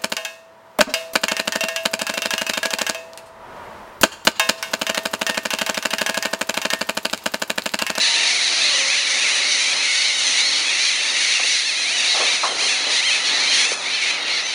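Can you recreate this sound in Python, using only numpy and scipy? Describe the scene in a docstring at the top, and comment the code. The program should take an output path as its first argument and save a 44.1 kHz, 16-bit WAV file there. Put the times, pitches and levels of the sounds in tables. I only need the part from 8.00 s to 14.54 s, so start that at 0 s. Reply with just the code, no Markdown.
"""Harsh squawks burst from a flock of babblers squabbling in quick bouts in the trees beside a house.
Each is a buzzy pulse train, arching in pitch and filtered by the throat; a wall reflects it and the
foliage scatters it. Beneath lie outdoor rumble, a faint far hum and, at the start, a brief whistle.
Later a hand knocks a few times on the camera that holds the one microphone, exciting its case modes."""
import sys
import numpy as np
from scipy import signal
from scipy.fft import rfft, irfft, next_fast_len
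from scipy.io import wavfile
from scipy.ndimage import uniform_filter1d

SR = 44100
rng = np.random.default_rng(int(sys.argv[2]) if len(sys.argv) > 2 else 0)


def master_out(mix):
    """Clip the mix to full scale and print it as 16-bit PCM to the path in sys.argv[1]."""
    frames = np.transpose(np.atleast_2d(mix))
    ceiling = np.clip(frames, -1, 1)
    pcm = np.round(ceiling * 32767).astype(np.int16)
    wavfile.write(sys.argv[1], SR, pcm)


N = 288414
T = np.arange(N) / SR


def undb(db):
    """Amplitude ratio of a level in decibels."""
    return 10 ** (np.asarray(db) / 20)


def unit(x):
    """Normalisation to an rms of 1."""
    return x / np.sqrt(np.mean(x ** 2) + 1e-18)


def curves(table):
    """Linear interpolation of a time table's columns at every sample."""
    times, *columns = np.transpose(table)
    return [np.interp(T, times, column) for column in columns]


def shape(x, response):
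    """Linear filtering: the spectrum is multiplied by a frequency response."""
    size = next_fast_len(len(x) + 4096)
    f = np.maximum(np.fft.rfftfreq(size, 1 / SR), 1)
    return irfft(rfft(x, size) * response(f), size)[:len(x)]


def colour(x, points):
    """Spectral weighting by (f/Hz, gain/dB) points, conserving the power of white noise."""
    hz, db = np.transpose(points)
    return shape(x, lambda f: unit(undb(np.interp(np.log(f), np.log(hz), db))))


def wander(t, rate):
    """Random modulation: Gaussian values, rate a second, joined by straight lines."""
    return np.interp((t - t[0]) * rate, np.arange(2048), rng.standard_normal(2048))


def add(track, start_s, sound):
    """Superposition of a sound on a track from start_s on."""
    start = int(start_s * SR)
    a, b = max(start, 0), min(start + len(sound), N)
    if b > a:
        track[a:b] += sound[a - start:b - start]


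def add_squawk(track, crest_s, crest_hz, rise_s, fall_s, db, rough, beak_harmonic, buzz_db, upper_db):
    """Pressure-driven oscillation: one push of air arches the syrinx's pitch and level; a wall echoes."""
    foot_hz, harmonics = 606.2, 17
    t = np.arange(-int(2.2 * rise_s * SR), int(2.01 * fall_s * SR)) / SR
    push = np.exp(-(t / np.where(t < 0, rise_s, fall_s)) ** 2)
    jitter = rough * (0.0489 * wander(t, 600) + 0.02516 * wander(t, 89.9)) + 0.00802 * wander(t, 70.16)
    hz = (foot_hz + (crest_hz - foot_hz) * push) * (1 + jitter)
    phase = 2 * np.pi * np.cumsum(hz) / SR
    # closed-form sum of equal harmonics
    pulses = unit(np.sin((harmonics + .5) * phase) / (2 * np.sin(phase / 2) + 1e-12) - .5)
    # the beak rings with one harmonic and its upper neighbour, each swelling and fading on its own
    ring = sum(undb(partial_db + 3.5 * wander(t, 35)) * np.cos((beak_harmonic + k) * phase)
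               for k, partial_db in enumerate((0, upper_db)))
    hiss = rng.standard_normal(len(t)) * (1 + np.cos(phase))
    shimmer = 1 + .9 * rough * wander(t, 350)
    voice = unit((undb(buzz_db) * pulses + .6 * ring) * shimmer + .8 * rough * hiss)
    call = voice * push ** 0.56 * signal.windows.tukey(len(t), .2) * undb(db)
    add(track, crest_s + t[0], call)
    echo_s, echo_db = .044 * rng.uniform(.85, 1.15), -5.5  # each perch has its own path via the wall
    add(track, crest_s + t[0] + echo_s, call * undb(echo_db))


# Frequency response of the birds' vocal tract: f/Hz, relative gain/dB
VOCAL_TRACT = [(710, -46), (1200, -18.5), (1540, -15), (1740, -5), (2170, -2.5), (2420, -3), (3170, -7),
               (4080, 0.5), (4340, -1), (4970, -7.5), (6110, -2.5), (8080, -17), (8600, -16.5),
               (9580, -8.5), (10300, -26), (13400, -56), (22000, -120)]


def throat(voices):
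    """Source-filter principle: the vocal tract imposes its formants on the pulses of the syrinx."""
    return colour(voices, VOCAL_TRACT)


def sharpen(voices, shrill_db, corner_hz=5000):
    """Vocal effort sets spectral balance: a shelf shifts the upper harmonics by shrill_db."""
    treble = shape(voices, lambda f: 1 / (1 + (corner_hz / f) ** 8))
    return voices + treble * (undb(shrill_db) - 1)


def foliage(x, t60_s, onset_s):
    """Multiple scattering: reflections from leaves and trunks merge into an exponential tail."""
    t = T[:SR]
    tail = rng.standard_normal(SR) * np.exp(-np.log(1000) * t / t60_s) * (1 - np.exp(-t / onset_s))
    return signal.fftconvolve(x, tail / np.sqrt(np.sum(tail ** 2)))[:N]


# Near calls: crest t/s, crest f/Hz, rise t/s, relative level/dB, roughness (0-1), beak harmonic number
NEAR_SQUAWKS = [(0.02, 1010, .05, -27, .25, 4), (0.34, 819, .045, -28.5, .25, 3),
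                (0.45, 1000, .06, -28, .3, 4), (0.69, 1102, .11, -29, .3, 4), (1.22, 835, .07, -29, .2, 3),
                (1.37, 850, .08, -30, .2, 3), (1.5, 758, .07, -27.5, .15, 3),
                (1.64, 1080, .08, -28, .35, 6), (2.02, 1118, .08, -29, .3, 4),
                (2.49, 1101, .135, -25, .06, 4), (2.675, 863, .05, -28, .04, 3),
                (2.86, 830, .1, -26.5, .08, 3), (2.865, 1140, .09, -28, .1, 4),
                (3.0, 900, .05, -30, .05, 3), (3.089, 930, .041, -29, .03, 3),
                (3.289, 1063, .049, -28, .15, 4), (3.36, 930, .04, -29, .08, 3),
                (3.51, 1016, .06, -27, .25, 6), (3.671, 900, .056, -29.5, .05, 3),
                (3.8, 850, .06, -29.5, .08, 3), (3.963, 987, .1, -27, .06, 3),
                (4.11, 1110, .07, -28, .1, 4), (4.3, 978, .056, -27, .06, 4),
                (4.648, 1070, .048, -24, .02, 3), (4.705, 905, .035, -26.5, .02, 3),
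                (4.876, 1014, .048, -29, .06, 3), (5.069, 1073, .047, -22, .02, 3),
                (5.125, 870, .035, -27, .02, 3), (5.355, 1004, .08, -30, .1, 4),
                (5.503, 1070, .055, -25.5, .07, 3), (5.955, 1050, .075, -30, .08, 3),
                (6.11, 1040, .07, -29, .1, 3), (6.34, 730, .06, -30, .25, 3)]


def near_birds(shrill_db, fall_s=.058, leaves_db=-14, gain_db=.7):
    """Direct sound dominates close to a source: the nearest birds stand out with little scatter."""
    voices = np.zeros(N)
    for crest_s, crest_hz, rise_s, db, rough, beak_harmonic in NEAR_SQUAWKS:
        add_squawk(voices, crest_s, crest_hz, rise_s, fall_s, db, rough, beak_harmonic,
                   buzz_db=2.5, upper_db=-11)
    voices = sharpen(throat(voices), shrill_db)
    return undb(gain_db) * (voices + undb(leaves_db) * foliage(voices, t60_s=0.09, onset_s=0.0016))


def tree_of_birds(calls=60, leaves_db=-6):
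    """Independent sources: one tree's birds call at random, clear or rasping, and its leaves scatter."""
    voices = np.zeros(N)
    for k, (when, pitch, rise, fall, softness, rasp, beak) in enumerate(rng.random((calls, 7))):
        crest_s = (k + when) / calls * (N / SR + .4) - .2
        add_squawk(voices, crest_s, crest_hz=740 + 400 * pitch, rise_s=.03 + .045 * rise,
                   fall_s=.03 + .05 * fall, db=-6 * softness, rough=.08 + .6 * rasp ** 2,
                   beak_harmonic=3 + int(4 * beak ** 2), buzz_db=6.5, upper_db=-8)
    return voices + undb(leaves_db) * foliage(voices, t60_s=0.19, onset_s=0.008)


# Continuous chatter of the flock: t/s, relative level/dB, treble gain/dB
FLOCK_CHATTER = [(0, -20.5, -2.5), (1.8, -21, -2), (3.8, -23.5, -1), (4.55, -25, -0.5), (4.85, -22.5, -3),
                 (5.4, -28, -1.5), (5.78, -29.5, 1), (6.2, -25.5, -7.5), (6.54, -24, -5.5)]
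# Flare-ups of the squabble: start t/s, duration t/s, relative level/dB, treble gain/dB
FLOCK_BOUTS = [(-0.02, 0.34, -22, -0.5), (0.323, 0.12, -31, 8), (0.538, 0.45, -22, -2),
               (1.044, 0.34, -27, 3), (1.49, 0.24, -25, .5), (1.81, .3, -23, 0), (2.164, 0.25, -22.5, .5),
               (2.527, 0.083, -23, -4), (2.76, 0.2, -26.5, -2), (3.12, 0.32, -22, -2),
               (3.425, 0.2, -22, -1.5), (3.954, 0.41, -21, -3), (4.407, 0.067, -25, 0),
               (4.57, 0.18, -34, 6), (4.887, 0.11, -19.5, -1.5), (5.117, 0.11, -25.5, -1.5),
               (5.22, 0.45, -20, -5), (5.512, 0.14, -20, 0.5), (5.659, 0.079, -23.5, 2),
               (5.82, 0.17, -24.5, -8.5), (5.99, 0.12, -20, -5.5), (6.248, .16, -23, -9),
               (6.44, .14, -28, -14)]


def excitement(attack_s=0.029, release_s=0.014):
    """Incoherent sources add in power: chatter plus bouts give the flock's level and treble gain in dB."""
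    db, shrill_db = curves(FLOCK_CHATTER)
    power, treble_power = undb(db) ** 2, undb(db + shrill_db) ** 2
    for start_s, length_s, db, shrill_db in FLOCK_BOUTS:
        age = T - start_s
        swell = np.clip(age / attack_s, 0, 1) * np.exp(-np.maximum(age - length_s, 0) / release_s)
        power += (swell * undb(db)) ** 2
        treble_power += (swell * undb(db + shrill_db)) ** 2
    return 10 * np.log10(power), 10 * np.log10(treble_power / power)


def flock(loud_db, shrill_db, trees=3, gain_db=1.0):
    """Amplitude modulation: the chorus of several trees, evened out, follows the birds' excitement."""
    voices = throat(sum(tree_of_birds() for _ in range(trees)))
    running_rms = np.sqrt(uniform_filter1d(voices ** 2, SR // 8) + 1e-12)
    return sharpen(voices, shrill_db) / running_rms * undb(loud_db + gain_db)


# Envelope of the outdoor rumble: t/s, relative level/dB
RUMBLE_ENVELOPE = [(0, -38.5), (.8, -37.5), (2.2, -39.5), (3.25, -36.5), (3.6, -42), (4.1, -38.5),
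                   (5.5, -35), (6.54, -37.5)]
# Spectrum of the outdoor rumble: f/Hz, relative level/dB
RUMBLE_SPECTRUM = [(15, -72), (25, -32.5), (209, -8.5), (281, -1.5), (346, -3.5), (563, 0.5), (744, 0.5),
                   (933, 2.5), (1040, -0.5), (1320, 3.5), (1600, -2), (2080, -4), (3520, -120)]


def rumble(gain_db=2, waver_db=1.87):
    """Band-limited noise from far traffic and moving air, fluctuating in level."""
    db, = curves(RUMBLE_ENVELOPE)
    noise = unit(colour(rng.standard_normal(N), RUMBLE_SPECTRUM))
    return noise * undb(db + gain_db + waver_db * wander(T, 9))


def far_tone(table, harmonics_db, waver):
    """Scattered sound dominates far from a source: a wavering tone is blurred by the trees."""
    hz, db = curves(table)
    phase = 2 * np.pi * np.cumsum(hz * (1 + waver * wander(T, 60))) / SR
    partials = sum(undb(level) * np.sin(k * phase) for k, level in enumerate(harmonics_db, 1))
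    tone = unit(partials) * undb(db)
    return 0.34 * tone + 0.79 * foliage(tone, t60_s=0.23, onset_s=0.0066)


# Course of a distant motor's hum: t/s, fundamental f/Hz, relative level/dB
MOTOR_HUM = [(0, 328, -47), (.2, 342, -36.5), (.33, 358, -39.5), (.55, 352, -37), (.72, 274, -34),
             (.9, 280, -43.5), (1.5, 293, -44.5), (2.8, 285, -50), (3.6, 290, -53), (3.9, 357.5, -39.5),
             (4.8, 370, -41), (5.2, 365, -48), (6.54, 360, -71)]


def motor_hum():
    """Periodic motion gives a harmonic series, here with the second harmonic strongest."""
    return far_tone(MOTOR_HUM, harmonics_db=(-9.5, 7.5, -15, 4), waver=0.0355)


# Course of a faint far whistle: t/s, f/Hz, relative level/dB
FAR_WHISTLE = [(0, 935, -48), (.1, 925, -36.5), (.28, 930, -40), (.4, 920, -84)]


def whistle():
    """Simple harmonic oscillation: a single partial with slight frequency modulation."""
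    return far_tone(FAR_WHISTLE, harmonics_db=(0,), waver=0.0059)


def resonance(f, hz, width_hz):
    """Response of a damped oscillator, with gain 1 at its natural frequency."""
    return 1 / (1 + 1j * (f * f - hz * hz) / (f * width_hz))


# Modes of the camera case: f/Hz, bandwidth/Hz, relative gain/dB
CASE_MODES = [(300, 120, -20), (544, 470, 1), (763, 170, -0.5), (1000, 300, -9), (1116, 140, 4.5)]
# Touches of the hand: t/s, relative level/dB, attack t/s, decay t/s, centre f/Hz
HAND_BUMPS = [(3.395, -24.5, 0.0015, 0.0087, 700), (3.444, -27.5, 0.0012, 0.0038, 500),
              (4.14, -25, 0.0085, 0.067, 746), (4.195, -22.5, 0.004, 0.055, 504),
              (4.43, -17, 0.0064, 0.037, 950), (4.485, -30.5, 0.0032, 0.12, 520),
              (4.61, -32.5, 0.0088, 0.05, 400), (4.865, -30, 0.0028, 0.066, 490),
              (5.716, -20.5, 0.00083, 0.0047, 476)]


def case_response(f):
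    """Modal superposition: the case responds as the sum of its resonances."""
    return sum(undb(db) * resonance(f, hz, width_hz) for hz, width_hz, db in CASE_MODES)


def handling():
    """Forced vibration: fingers knock and scuff the case, each touch favouring some of its modes."""
    bumps, t = np.zeros(N), T[:SR // 2]
    for start_s, db, attack_s, decay_s, centre_hz in HAND_BUMPS:
        force = np.minimum(t / attack_s, 1) * np.exp(-np.maximum(t - attack_s, 0) / decay_s)
        scuff = force * rng.standard_normal(len(t))
        knock = shape(scuff, lambda f: case_response(f) * resonance(f, centre_hz, 0.67 * centre_hz))
        force_rms = np.sqrt(np.mean(force ** 2))
        add(bumps, start_s, unit(knock) * force_rms * undb(db))
    return bumps


def scene():
    """Superposition: all sound pressures add at one microphone, which feeds both channels."""
    loud_db, shrill_db = excitement()
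    birds = near_birds(shrill_db) + flock(loud_db, shrill_db)
    return np.tile(birds + rumble() + motor_hum() + whistle() + handling(), (2, 1))


def record(dry):
    """Band limiting: the camera's steep low-pass filter removes the top octave."""
    cutoff_hz = 10150
    return signal.sosfilt(signal.ellip(12, .2, 80, cutoff_hz, fs=SR, output="sos"), dry)


dry = scene()
out = record(dry)
master_out(out)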